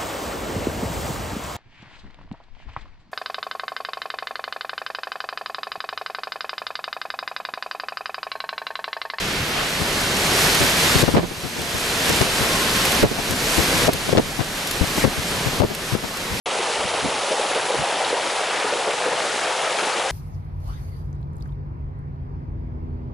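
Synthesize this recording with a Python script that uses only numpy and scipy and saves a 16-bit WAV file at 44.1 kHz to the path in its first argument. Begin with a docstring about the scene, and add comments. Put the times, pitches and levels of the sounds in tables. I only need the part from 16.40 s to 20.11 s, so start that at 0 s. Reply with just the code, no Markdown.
"""Water down an open fibreglass slide

A sheet of water rushes steadily, carrying swarms of ringing bubbles and spray.
Large air pockets gulp in the trough, which colours the water; the sound drifts slightly left.
Light wind bumps the microphone, and a thin high hiss fades away towards the middle."""
import sys
import numpy as np
from scipy import signal
from scipy.fft import rfft, irfft, next_fast_len
from scipy.io import wavfile
from scipy.ndimage import uniform_filter1d, map_coordinates

SR = 44100
rng = np.random.default_rng(int(sys.argv[2]) if len(sys.argv) > 2 else 0)


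def transcribe(u):
    """Save the signal u as a 16-bit wav file named by the first command-line argument.

    u: samples, shape (n,) or (channels, n), limited to [-1, 1]; the rate is SR.
    q: integer samples, one column per channel.
    """
    v = np.clip(np.atleast_2d(u).T, -1, 1)
    q = np.round(v * 32767).astype(np.int16)
    wavfile.write(sys.argv[1], SR, q)


N = 163611


def amp(db):
    """Decibels to gain."""
    return 10 ** (np.asarray(db) / 20)


def unit_rms(x):
    """Scale to rms 1."""
    return x / np.sqrt(np.mean(x ** 2) + 1e-20)


def over_freq(points, hz):
    """Interpolate (f/Hz, value) points on a log axis."""
    f, value = np.transpose(points)
    return np.interp(np.log(hz + 1), np.log(f + 1), value)


def over_time(points):
    """Interpolate (t/s, value) points at every sample."""
    return np.interp(np.arange(N) / SR, *np.transpose(points))


def wobble(knots_per_s):
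    """Smooth random curve, rms about 1."""
    return map_coordinates(rng.standard_normal(1024), [np.arange(N) * knots_per_s / SR], mode="wrap")


def filtered(x, response):
    """Zero-phase filter with gain response(hz)."""
    size = next_fast_len(N + SR // 2)
    return irfft(rfft(x, size) * response(np.fft.rfftfreq(size, 1 / SR)), size)[..., :N]


def noise(gain, correlation, patchy_db=0):
    """Coloured stereo noise, rms 1, with optional time-frequency patches of random gain."""
    def mid_side_gain(hz):
        angle = np.arccos(np.clip(over_freq(correlation, hz), -1, 1)) / 2
        return gain(hz) * np.array([np.cos(angle), np.sin(angle)])

    spectra = signal.stft(rng.standard_normal((2, N)), nperseg=512)[2]
    patches = rng.standard_normal(spectra.shape[1:])
    for axis in (0, 1):
        patches = uniform_filter1d(patches, size=7, axis=axis)
    pair = signal.istft(spectra * amp(patchy_db * unit_rms(patches)), nperseg=512)[1][:, :N]
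    mid, side = filtered(pair, mid_side_gain)
    return unit_rms(np.array([mid + side, mid - side]))


# Hiss envelope: t/s, level/dB
HISS_LEVEL = [(0, -49), (1.3, -42.5), (1.8, -50), (3.7, -66)]
# Left-right likeness of hiss and rush: f/Hz, correlation
STEREO_CORRELATION = [(100, 0.87), (300, 1), (600, 0.97), (1500, 0.94), (4000, 0.89), (10000, .85)]


def thin_hiss(centre_hz=9970, half_width_hz=320):
    """A faint, narrow band of high noise that swells and fades."""
    band = noise(lambda hz: 1 / (1 + ((hz - centre_hz) / half_width_hz) ** 4), STEREO_CORRELATION)
    return amp(over_time(HISS_LEVEL)) * band


# Breeze envelope: t/s, level/dB
BREEZE_LEVEL = [(0, -44), (.33, -54), (.41, -40.5), (.52, -45.5), (.74, -42), (.82, -45), (.87, -54),
                (1.15, -69), (1.7, -68), (3.5, -64), (3.7, -50)]
# Breeze spectrum: f/Hz, relative density/dB
BREEZE_SPECTRUM = [(20, -51), (50, 5), (95, 3), (170, 3.5), (260, 4), (400, 3), (900, -50), (3000, -90)]
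# Wind bumps: t/s, length/s, centre f/Hz, level/dB
WIND_BUMPS = [(0.439, .028, 150, -33), (0.62, 0.075, 170, -28), (1.359, 0.066, 117, -33),
              (1.408, 0.032, 160, -35)]


def wind(bump_log_width=0.6):
    """A low breeze on the microphone with a few short, soft bumps."""
    t = np.arange(N) / SR
    rumble = noise(lambda hz: amp(over_freq(BREEZE_SPECTRUM, hz)), correlation=[(100, 0.5)])
    out = amp(over_time(BREEZE_LEVEL)) * rumble
    for start_s, length_s, centre_hz, db in WIND_BUMPS:
        band = lambda hz: np.exp(-.5 * (np.log((hz + 1) / centre_hz) / bump_log_width) ** 2)
        envelope = np.sin(np.pi * np.clip((t - start_s) / length_s, 0, 1))
        puff = envelope * noise(band, correlation=[(100, 0.25)])
        out += amp(db) * unit_rms(puff) * np.sqrt(length_s * SR / N)
    return out


def bubbles(start_s, hz, cycles, gain, pitch_rise=0.14, max_ring_s=.05):
    """Bubbles ring as sines that start softly, rise in pitch and decay 60 dB over their life."""
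    life_s = (cycles / hz)[:, None]
    samples = np.arange(int(min(life_s.max(), max_ring_s) * SR))
    age = samples / SR / life_s
    tone = np.sin(2 * np.pi * cycles * age * (1 + pitch_rise * age / 2))
    decay = np.exp(-np.log(1000) * age)
    attack = 1 - np.exp(-2 * cycles * age)
    rings = tone * decay * attack * gain[:, None]
    index = (start_s * SR).astype(int)[:, None] + samples
    return np.bincount(index.ravel(), rings.ravel(), N)[:N]


def swarm(per_s, centre_hz, log_scatter, cycles, size_scatter_db, width=0.25, max_count=24000):
    """Random bubbles of many sizes, spread across the trough; rms 1."""
    count = min(int(per_s * N / SR), max_count)
    when, size_rank = rng.random((max_count, 2))[:count].T
    detune, place = rng.standard_normal((max_count, 2))[:count].T
    start_s = when * N / SR
    hz = np.clip(centre_hz * np.exp(log_scatter * detune), centre_hz / 4, 14000)
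    gain = amp(-size_scatter_db * np.log(size_rank + .015)) * np.sqrt(hz / centre_hz)
    mid = bubbles(start_s, hz, cycles, gain)
    side = bubbles(start_s, hz, cycles, gain * place * width)
    return unit_rms(np.array([mid + side, mid - side]))


# Rush spectrum: f/Hz, relative density/dB
RUSH_SPECTRUM = [(100, -9), (220, -11.5), (280, -10), (400, 2), (520, 7), (680, 8.5), (900, 6.5),
                 (1080, 3.5), (1280, 2.5), (1500, -5), (3100, -3.5), (4500, -8.5), (11000, -15.5)]
# Swarms: rate/(1/s), centre f/Hz, log pitch scatter, life/cycles, size scatter/dB,
# mid-scene level/dB, drift/(dB/s)
BUBBLE_SWARMS = [(326, 485, 0.19, 10.3, 2, -31.5, 0.43), (522, 815, 0.11, 13.5, 3.5, -34, 0),
                 (702, 1550, 0.25, 28, -0.5, -33.5, 1.9), (1474, 2740, .28, 25, 4, -34, -.4),
                 (4130, 5730, 0.47, 3.5, 1, -35, -1)]


def stream(rush_db=-24, swing_db=1.48):
    """The rushing sheet of water and its bubble swarms, each wavering on its own."""
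    from_middle_s = (np.arange(N) - N / 2) / SR
    rush = noise(lambda hz: amp(over_freq(RUSH_SPECTRUM, hz)), STEREO_CORRELATION, patchy_db=1)
    water = amp(rush_db) * rush
    for *shape, db, drift_db_per_s in BUBBLE_SWARMS:
        level_db = db + drift_db_per_s * from_middle_s + swing_db * wobble(30.19)
        water += amp(level_db) * swarm(*shape)
    return water


# Flow contour, scaled by body_share: t/s, relative level/dB
FLOW_LEVEL = [(0.1, -24.5), (0.16, -24), (0.76, -26.5), (0.81, -31), (0.83, -27), (1.2, -22), (1.21, -27.5),
              (1.31, -25), (1.78, -24.5), (1.81, -27), (2.3, -24.5), (2.33, -21), (2.35, -30), (2.8, -25),
              (3.61, -27), (3.66, -33)]
# Treble contour: t/s, relative level/dB
TREBLE_LEVEL = [(0.1, -33.5), (0.12, -31.5), (0.91, -33), (0.92, -31), (1.27, -33), (2.75, -32.5),
                (2.9, -31.5), (3.66, -31.5)]


def uneven_flow(water, split_hz=3800, body_share=0.31, slosh_db=0.09, flutter_db=0.41):
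    """Body and treble swing separately with the flow; slosh and flutter move both."""
    flow_db, treble_db = over_time(FLOW_LEVEL), over_time(TREBLE_LEVEL)
    body_gain = amp(body_share * (flow_db - flow_db.mean()))
    treble_gain = amp(treble_db - treble_db.mean())
    treble = filtered(water, lambda hz: 1 - 1 / (1 + (hz / split_hz) ** 4))
    body = water - treble
    churn_db = slosh_db * wobble(25.57) + flutter_db * wobble(110)
    return amp(churn_db) * (body_gain * body + treble_gain * treble)


# Air pockets: t/s, length/s, f/Hz, level/dB
AIR_POCKETS = [(.188, .025, 430, -24), (.832, .025, 520, -25), (.910, .036, 533, -20),
               (.993, .025, 500, -23), (1.107, .02, 533, -24), (1.158, .028, 520, -21),
               (1.298, .035, 520, -22.5), (1.338, .025, 540, -23), (1.435, .025, 754, -24),
               (1.603, .025, 750, -21), (1.727, .016, 493, -19.5), (1.768, .025, 870, -24.5),
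               (2.243, .025, 420, -24), (2.322, .022, 490, -20.5), (2.384, .022, 540, -26),
               (2.473, .03, 500, -21), (2.657, .035, 480, -20.5), (2.712, .035, 800, -26),
               (3.19, .035, 716, -27), (3.468, .022, 880, -25)]


def gulps(count=5, log_scatter=.11, lesser_gain=0.55):
    """Each air pocket breaks into one big bubble and a quick run of lesser ones."""
    out = np.zeros(N)
    order = np.arange(count)
    is_big = order == 1
    for onset_s, length_s, hz, db in AIR_POCKETS:
        jitter = rng.random(count) * (order > 1)
        start_s = onset_s + length_s * (order + jitter) / (count + 1)
        pitch_hz = hz * np.exp(log_scatter * rng.standard_normal(count) * ~is_big)
        gulp = bubbles(start_s, pitch_hz, cycles=14, gain=np.where(is_big, 1, lesser_gain))
        out += amp(db) * gulp * np.sqrt(length_s * SR / np.sum(gulp ** 2))
    return out


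# Ring of the trough: f/Hz, gain/dB
TROUGH_RESPONSE = [(200, 0), (290, -3.5), (400, -3), (510, -1.5), (660, -3.5), (830, -1), (960, -1),
                   (1080, -3), (1300, 0)]


def trough(water, low_cut_hz=110):
    """The trough colours the water; bubbles radiate little below the low cut."""
    low_cut = lambda hz: 1 - 1 / (1 + (hz / low_cut_hz) ** 3)
    return filtered(water, lambda hz: amp(over_freq(TROUGH_RESPONSE, hz)) * low_cut(hz))


# Water balance: t/s, left minus right/dB
WATER_BALANCE = [(0, 0.2), (1.2, .5), (2.1, 1.0), (3.7, 1.5)]


def scene():
    """Water in the trough, drifting left over wind and a thin hiss."""
    water = trough(uneven_flow(stream()) + gulps())
    pan = amp(over_time(WATER_BALANCE) * np.array([[.5], [-.5]]))
    return water * pan + wind() + thin_hiss()


def record(dry, start_s=0.0577, fade_s=.002, top_hz=11150):
    """The sound cuts in after a brief silence and is sharply band-limited."""
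    gate = np.clip((np.arange(N) / SR - start_s) / fade_s, 0, 1)
    return filtered(dry * gate, lambda hz: np.clip((top_hz - hz) / 100, 0, 1))


dry = scene()
out = record(dry)
transcribe(out)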